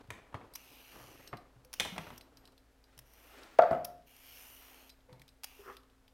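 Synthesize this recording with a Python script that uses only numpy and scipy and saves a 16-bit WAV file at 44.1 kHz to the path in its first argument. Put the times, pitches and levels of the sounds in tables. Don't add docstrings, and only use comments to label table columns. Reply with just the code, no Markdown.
import sys
import numpy as np
from scipy import signal
from scipy.fft import rfft, irfft, next_fast_len
from scipy.io import wavfile
from scipy.ndimage import map_coordinates

SR = 44100
rng = np.random.default_rng(int(sys.argv[2]) if len(sys.argv) > 2 else 0)


def int16_out(signal):
    q = np.round(np.clip(np.atleast_2d(signal).T, -1, 1) * 32767)
    wavfile.write(sys.argv[1], SR, q.astype(np.int16))


N = 270333

# [f/Hz, relative level/dB]
CLACK_SPECTRUM = [(150, -23), (400, -3.5), (800, 5), (1300, -2.5), (2100, -4), (2800, -11.5), (4500, -27.5),
                  (9000, -48.5)]
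# [f/Hz, relative level/dB]
SNAP_SPECTRUM = [(600, -31), (1500, -8), (2200, 1.5), (2800, -3), (3600, 2), (4600, -6.5), (7000, -9.5),
                 (10500, -11.5), (16000, -23.5)]
# [f/Hz, relative level/dB]
RUB_SPECTRUM = [(59, -31), (100, 1.5), (206, -7), (278, 0), (1440, -10), (2190, -20), (3990, -23.5),
                (6990, -34), (12000, -38.5), (15600, -75), (22000, -120)]
FIRM_DB = -41


def amp(db):
    return 10 ** (np.asarray(db) / 20)


def unit(x):
    return x / np.sqrt(np.mean(x ** 2) + 1e-20)


def along(points, hz):
    f, v = np.transpose(points)
    return np.interp(np.log(hz + 1), np.log(f + 1), v)


def decay(t, t60):
    return np.exp(-np.log(1000) * t / t60)


def wobble(rate):
    knots = rng.standard_normal(int(N * rate / SR) + 4)
    return map_coordinates(knots, [np.arange(N) * rate / SR])


def filtered(x, response):
    n = x.shape[-1]
    m = next_fast_len(n + 2048)
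    return irfft(rfft(x, m) * response(np.fft.rfftfreq(m, 1 / SR)), m)[..., :n]


def coloured(x, spectrum):
    return unit(filtered(x, lambda hz: amp(along(spectrum, hz))))


def add(track, s, sound):
    part = track[round(s * SR):][:len(sound)]
    part += sound[:len(part)]


def burst(spectrum, t60, attack, focus_hz=1000, focus_db=0, width=.16):
    t = np.arange(SR // 2) / SR
    fade = decay(t, t60) * (1 - np.exp(-t / attack))

    def colour(hz):
        focus = np.exp(-(np.log((hz + 1) / focus_hz) / width) ** 2)
        return amp(along(spectrum, hz) + focus_db * focus)

    sound = fade * filtered(rng.standard_normal(len(t)), colour)
    return sound * np.linalg.norm(fade) / np.linalg.norm(sound)


def ring(modes, attack, scatter_db):
    t = np.arange(SR // 2) / SR
    tones = np.zeros(len(t))
    for hz, db, t60 in modes:
        strength = amp(db + scatter_db * rng.normal())
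        tones += strength * decay(t, t60) * np.sin(2 * np.pi * hz * t)
    return tones * (1 - np.exp(-(t / attack) ** 2))


def friction(grain_db, grain_rate):
    return rng.standard_normal(N) * amp(grain_db * wobble(grain_rate))


def swell(peak_s, db, rise, fall):
    t = np.arange(N) / SR - peak_s
    return amp(db - 19.5 * np.maximum(-t / rise, t / fall))


def drifting(x, depth_db, band_hz, life):
    hz, t, z = signal.stft(x, SR, nperseg=512)
    knots = rng.standard_normal(size=(128, 128))
    grid = np.meshgrid(hz / band_hz, t / life, indexing="ij")
    field = map_coordinates(knots, grid, mode="mirror")
    return signal.istft(z * amp(depth_db * field), SR)[1][:N]


def placed(x, left_db):
    return x * amp([[left_db / 2], [-left_db / 2]])


def lid_clacks():
    # [t/s, clack level/dB, snap level/dB (both before trim),
    # room level re direct/dB, favoured f/Hz]
    clacks = [(0.104, -39.5, -39, -6.5, 2280), (0.150, -58, -72, -10, 1500), (0.326, -55, -75, -3, 1500),
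              (0.343, -36.5, -52.5, -11, 960), (0.412, -49.5, -72, -8, 760), (0.958, -51.5, -64, -1, 1100),
              (1.329, -38, -68, -11.5, 1200), (1.335, -39.5, -76, -12.5, 740),
              (1.7983, -38.5, -21.5, -5.5, 2030), (1.8046, -35.5, -28, -14, 3500),
              (1.850, -42, -38.5, -4, 980), (1.855, -38.5, -58, -10, 780), (1.962, -43, -51, -6, 653),
              (1.980, -35, -37.5, -9.5, 1260), (2.068, -45.5, -58.5, -13, 1400),
              (2.103, -45.5, -54, -9.5, 970), (5.094, -59, -70, 1.5, 954), (5.128, -60.5, -74, -3, 808)]
    # [f/Hz, relative level/dB]
    thump_spectrum = [(30, -27), (70, -2), (125, -2.5), (190, -4), (300, -5.5), (450, -12), (900, -32),
                      (3000, -84)]
    out = np.zeros(N)
    for s, clack_db, snap_db, room_db, hz in clacks:
        clack = burst(CLACK_SPECTRUM, t60=0.043, attack=0.00038, focus_hz=hz, focus_db=8.0)
        clack = amp(clack_db + 1.5) * clack
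        snap = amp(snap_db + 0.5) * burst(SNAP_SPECTRUM, t60=0.025, attack=.0002, focus_hz=hz, focus_db=2.0)
        thump_db = -50 + 0.64 * (clack_db - FIRM_DB)
        thump = amp(thump_db) * burst(thump_spectrum, t60=0.15, attack=0.0015)
        rebound = burst(CLACK_SPECTRUM, t60=0.028, attack=0.00036, focus_hz=0.61 * hz, focus_db=9)
        add(out, s, clack + snap + thump)
        add(out, s + .007, amp(clack_db - 4.5) * rebound)
        add(out, s, amp(room_db) * kitchen(clack + snap + amp(-4.5) * thump))
    return out


def lid_landing():
    # [t/s, blow level/dB before trim, tick level/dB, thud level/dB]
    landings = [(3.5872, -17, -31.5, -56.5), (3.5893, -3, -44, -42), (3.6215, -16.5, -40, -52),
                (3.633, -17.5, -56.5, -51), (3.710, -20, -46.5, -31), (3.728, -22, -59, -40.5),
                (3.748, -24.5, -61, -46.5)]
    # [f/Hz, relative level/dB, t60/s when free of the hand]
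    lid_modes = [(439, -30, .25), (506, -20.5, 0.33), (569, -7, 0.063), (597.3, -21, .35),
                 (655.7, 7, 0.059), (706, -14, .45), (797, -27.5, 0.394), (876, -16, .15),
                 (1128, -17, 0.0789), (1290, -10.5, 0.058), (1382, -25.5, .28), (1567, -25, 0.054),
                 (2000, -36.5, 0.13)]
    # [f/Hz, relative level/dB]
    board_spectrum = [(40, -29.5), (90, -6), (140, 1), (260, 0), (390, -4.5), (600, -9), (1200, -14.5),
                      (3000, -48)]
    gripped, let_go_s = 0.62, .16
    out = np.zeros(N)
    bass_cut = signal.butter(2, 330, "high", fs=SR, output="sos")
    for s, blow_db, tick_db, thud_db in landings:
        free = np.interp(s - landings[0][0], [0, let_go_s], [gripped, 1])
        modes = [(hz, db, t60 * free) for hz, db, t60 in lid_modes]
        body = amp(blow_db - 2.5) * signal.sosfilt(bass_cut, ring(modes, attack=0.0021, scatter_db=2.0))
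        shell = burst(CLACK_SPECTRUM, t60=.04, attack=0.0016, focus_hz=1390, focus_db=10.5)
        shell = amp(blow_db - 14.5) * shell
        tick = amp(tick_db) * burst(SNAP_SPECTRUM, t60=0.0092, attack=.0002, focus_hz=4750, focus_db=12)
        thud = amp(thud_db) * burst(board_spectrum, t60=0.16, attack=0.003)
        add(out, s, body + shell + tick + thud)
        to_room = amp(-12.5) * body + amp(-7.5) * shell + amp(-9.0) * tick + amp(-12.5) * thud
        add(out, s, kitchen(to_room, delay=.012))
    return out


def disc():
    # [f/Hz, width/Hz, relative level/dB]
    resonances = [(397, 38, 1.5), (1070, 200, -7), (1270, 220, -4.5), (1826, 310, -10.5)]
    lift_s = 5.70

    def hub(f):
        response = 0
        for k, (centre, width, db) in enumerate(resonances):
            loss = 1j * f * width
            response = response + (-1) ** k * amp(db) * loss / (centre * centre - f * f + loss)
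        return response / (1 + (f / 2400) ** 4)

    scrape = unit(filtered(friction(grain_db=2.4, grain_rate=300), hub))
    out = swell(lift_s, db=-45, rise=.078, fall=.044) * scrape
    catch = burst(CLACK_SPECTRUM, t60=.025, attack=.0004, focus_hz=1250, focus_db=14)
    add(out, lift_s, amp(-41.5) * catch)
    return out + amp(-11.5) * kitchen(out)


def peeler():
    # [bite t/s, level/dB, time since the touch/s, brightness/dB]
    bites = [(0.5561, -34.5, 0.0031, 3), (1.6485, -54, 0.0011, -1), (1.7377, -33.5, 0.0077, 0),
             (2.1787, -44.5, .001, 2), (2.9896, -43.5, .012, 0), (3.136, -55.5, 0.0011, 8),
             (3.849, -32.5, .0028, 6), (4.165, -53.5, 0.00098, 0.5), (5.4424, -32, 0.0076, -1.5)]
    # [t/s, level/dB, centre f/Hz]
    swings = [(0.537, -52, 9000), (1.275, -45.5, 5000), (1.3708, -50.5, 4100), (2.2107, -48, 4100),
              (2.3712, -51.5, 5000), (2.454, -52.5, 4100), (2.475, -54.5, 4100), (2.5787, -56.5, 4000),
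              (2.84, -59, 4750), (3.4327, -50.5, 5000), (4.8936, -50.5, 4700), (4.899, -49.5, 4790),
              (5.128, -56, 4000), (5.1958, -57, 4000), (5.2175, -49.5, 2240), (5.2796, -54.5, 3160),
              (5.289, -53.5, 4350), (5.7682, -47, 3500), (6.0794, -58, 3206)]
    # [f/Hz, relative level/dB]
    bite_spectrum = [(300, -31), (700, -2.5), (1500, -6), (2800, -2), (4200, -7.5), (5600, 4),
                     (7500, -12.5), (9200, -3), (11000, -5), (12800, -1), (14500, -9), (16000, -7)]
    # [f/Hz, relative level/dB]
    pivot_spectrum = [(700, -23.5), (2000, -3.5), (3200, 0), (5500, -4), (7500, -11.5), (12000, -7.5),
                      (16000, -14.5)]
    # [f/Hz, relative level/dB, t60/s]
    blade_modes = [(4063, 0.5, 0.15), (4800, -2, 0.13), (5350, -6, 0.13), (8300, -5, 0.13),
                   (10600, -12, .12), (11390, -5, .14), (13020, -8, .3), (15350, -21, .1)]
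    out = peeling()
    for s, db, lead, bright_db in bites:
        touch = burst(bite_spectrum, t60=0.022, attack=0.00025)
        bite = burst(bite_spectrum, t60=0.024, attack=0.0003, focus_hz=12500, focus_db=bright_db, width=.25)
        add(out, s - lead, amp(db - 6) * touch)
        add(out, s, amp(db) * bite)
    rattles = [(when * N / SR, -70 + 6 * size, 3400) for when, size in rng.random((18, 2))]
    for s, db, hz in swings + rattles:
        ring_db = db - 18 + 11.5 * np.log2(hz / 4446)
        tap = burst(pivot_spectrum, t60=0.023, attack=0.00018, focus_hz=hz, focus_db=9.5, width=.24)
        add(out, s, amp(db) * tap)
        add(out, s, amp(ring_db) * ring(blade_modes, attack=.0003, scatter_db=3.5))
    return out + amp(-16.0) * kitchen(out)


def peeling():
    # [start t/s, length/s, share of the length at which the cut is deepest,
    # level there/dB, swell/dB, brightness/dB]
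    strokes = [(0.558, .73, .45, -58, 5, -1.7), (1.742, .435, .4, -58, 5, -3),
               (3.062, .33, .62, -65.5, 4.5, 2.6), (4.075, .81, .43, -56.5, 9, 2),
               (5.443, .31, .5, -60.5, 4, -1.4)]
    # [f/Hz, relative level/dB]
    peel_spectrum = [(300, -14.5), (700, -4), (1500, -8.5), (2200, -4), (2850, 1.5), (3600, -9.5),
                     (4900, -10), (5900, -5), (7700, -18), (9000, -9.5), (10800, -11.5), (12200, -2),
                     (13500, -8), (16000, -14.5)]
    attack_s, release_s = 0.0077, .011
    cells = drifting(friction(grain_db=2.2, grain_rate=900), depth_db=2.5, band_hz=380, life=.12)
    crunch = coloured(cells, peel_spectrum)
    hiss = filtered(crunch, lambda hz: 1 - 1 / (1 + (hz / 8000) ** 6))
    t, out = np.arange(N) / SR, np.zeros(N)
    for start, length, deepest, db, swell_db, bright_db in strokes:
        age = t - start
        shallowness = np.interp(age / length, [0, min(deepest, 1), 1], [1, 0, 1])
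        depth_db = -swell_db * shallowness ** 1.5
        entry = np.minimum(age, 0) / attack_s
        leaving = np.maximum(age - length, 0) / release_s
        contact = np.exp(entry - leaving)
        cut = amp(depth_db) * (crunch - hiss) + amp(bright_db + 1.3 * depth_db) * hiss
        out += contact * amp(db) * cut
    return out * amp(.6 * wobble(11))


def bumps():
    # [t/s, level/dB, f/Hz]
    contacts = [(0.085, -49, 112.3), (0.345, -35.5, 99), (1.332, -42.5, 119), (1.559, -56, 124),
                (1.65, -57.5, 507), (1.922, -42.5, 183), (1.984, -40, 164), (2.008, -45, 161),
                (2.11, -47, 243.4), (2.97, -60.5, 127), (5.087, -55.5, 503), (5.123, -49, 126),
                (5.195, -59, 135), (5.590, -52.5, 405)]
    out = np.zeros(N)
    for s, db, hz in contacts:
        t60 = 0.13 * 2 ** ((FIRM_DB - db) / 12)
        add(out, s, amp(db) * ring([(hz, 0, t60)], attack=0.0026, scatter_db=2.5))
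        add(out, s, amp(db - 12.5) * burst(RUB_SPECTRUM, t60=0.19, attack=0.0036))
    return out


def handling():
    # [strongest t/s, level/dB, rise/s, fall/s]
    turns = [(0.0, -57, .05, .13), (0.17, -61, 0.31, 0.55), (0.43, -61.5, .3, .5), (0.7, -66, .3, 1.0),
             (0.99, -58, .13, .85), (1.27, -60.5, .5, 0.3), (1.93, -59, .4, .5), (2.11, -57.5, .4, 0.42),
             (2.44, -63.5, 0.39, 0.16)]
    # [strongest t/s, level/dB, rise/s, fall/s]
    reaches = [(2.91, -70.5, 0.14, 0.48), (3.39, -55, 0.27, 0.52), (4.78, -64.5, 0.91, .3)]
    # [f/Hz, relative level/dB]
    cloth_spectrum = [(88, -51), (150, -23.5), (257, -3.5), (589, -6), (1160, -9.5), (1380, -5.5),
                      (1490, -10.5), (2020, -10.5), (15000, -33.5)]
    turning = np.max([swell(*turn) for turn in turns], axis=0)
    reaching = np.max([swell(*reach) for reach in reaches], axis=0)
    rim = turning * coloured(friction(grain_db=3.5, grain_rate=70), RUB_SPECTRUM)
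    cloth = reaching * coloured(friction(grain_db=1.5, grain_rate=57), cloth_spectrum)
    return rim + cloth


def whistle():
    # [t/s, f/Hz, level/dB]
    glide = [(3.50, 15400, -81.5), (3.535, 14700, -78), (3.59, 15700, -78.5), (3.67, 13600, -73),
             (3.735, 12100, -81), (3.78, 12400, -74.5), (3.83, 11300, -82)]
    s, hz, db = np.transpose(glide)
    t = np.arange(N) / SR
    pitch = np.interp(t, s, hz) * (1 + .003 * wobble(300))
    gain = amp(np.interp(t, s, db, left=-np.inf, right=-np.inf))
    return gain * np.sin(2 * np.pi * np.cumsum(pitch) / SR)


def kitchen(x, delay=.006, build=0.0049):
    # [f/Hz, t60/s]
    reverb_times = [(100, 0.75), (700, 0.52), (3000, 0.47), (7000, 0.34), (15000, 0.3)]
    hz, t, z = signal.stft(rng.standard_normal(SR // 2), SR, nperseg=256)
    z = z * decay(t, along(reverb_times, hz)[:, None]) * (1 - np.exp(-t / build))
    tail = np.pad(signal.istft(z, SR)[1], (round(delay * SR), 0))
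    return signal.fftconvolve(x, tail / np.linalg.norm(tail))[:N]


def room_tone():
    # [f/Hz, mean rms level/dB]
    hum_partials = [(54, -71.5), (113, -82.5), (263.5, -76.5)]
    # [f/Hz, relative level/dB]
    air_spectrum = [(12, -32.5), (20, -2.5), (77, -12.5), (177, -23), (277, -17), (337, -25.5),
                    (446, -17.5), (1150, -27), (1570, -26), (1960, -29.5), (6180, -37), (13500, -41),
                    (16000, -47)]
    t = np.arange(N) / SR
    hum = np.zeros(N)
    for hz, db in hum_partials:
        level = amp(db + 1.5 * wobble(4)) * np.sqrt(2)
        hum += level * np.sin(2 * np.pi * hz * t + 0.3 * wobble(3.7))
    return hum + amp(-69) * coloured(rng.standard_normal(N), air_spectrum)


def scene():
    machine = lid_clacks() + bumps() + handling() + disc() + room_tone()
    set_down = lid_landing() + whistle()
    return placed(machine, left_db=0.73) + placed(set_down, left_db=1.1) + placed(peeler(), left_db=0.25)


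def record(dry):
    return filtered(dry, lambda hz: hz < 15900)


dry = scene()
out = record(dry)
int16_out(out)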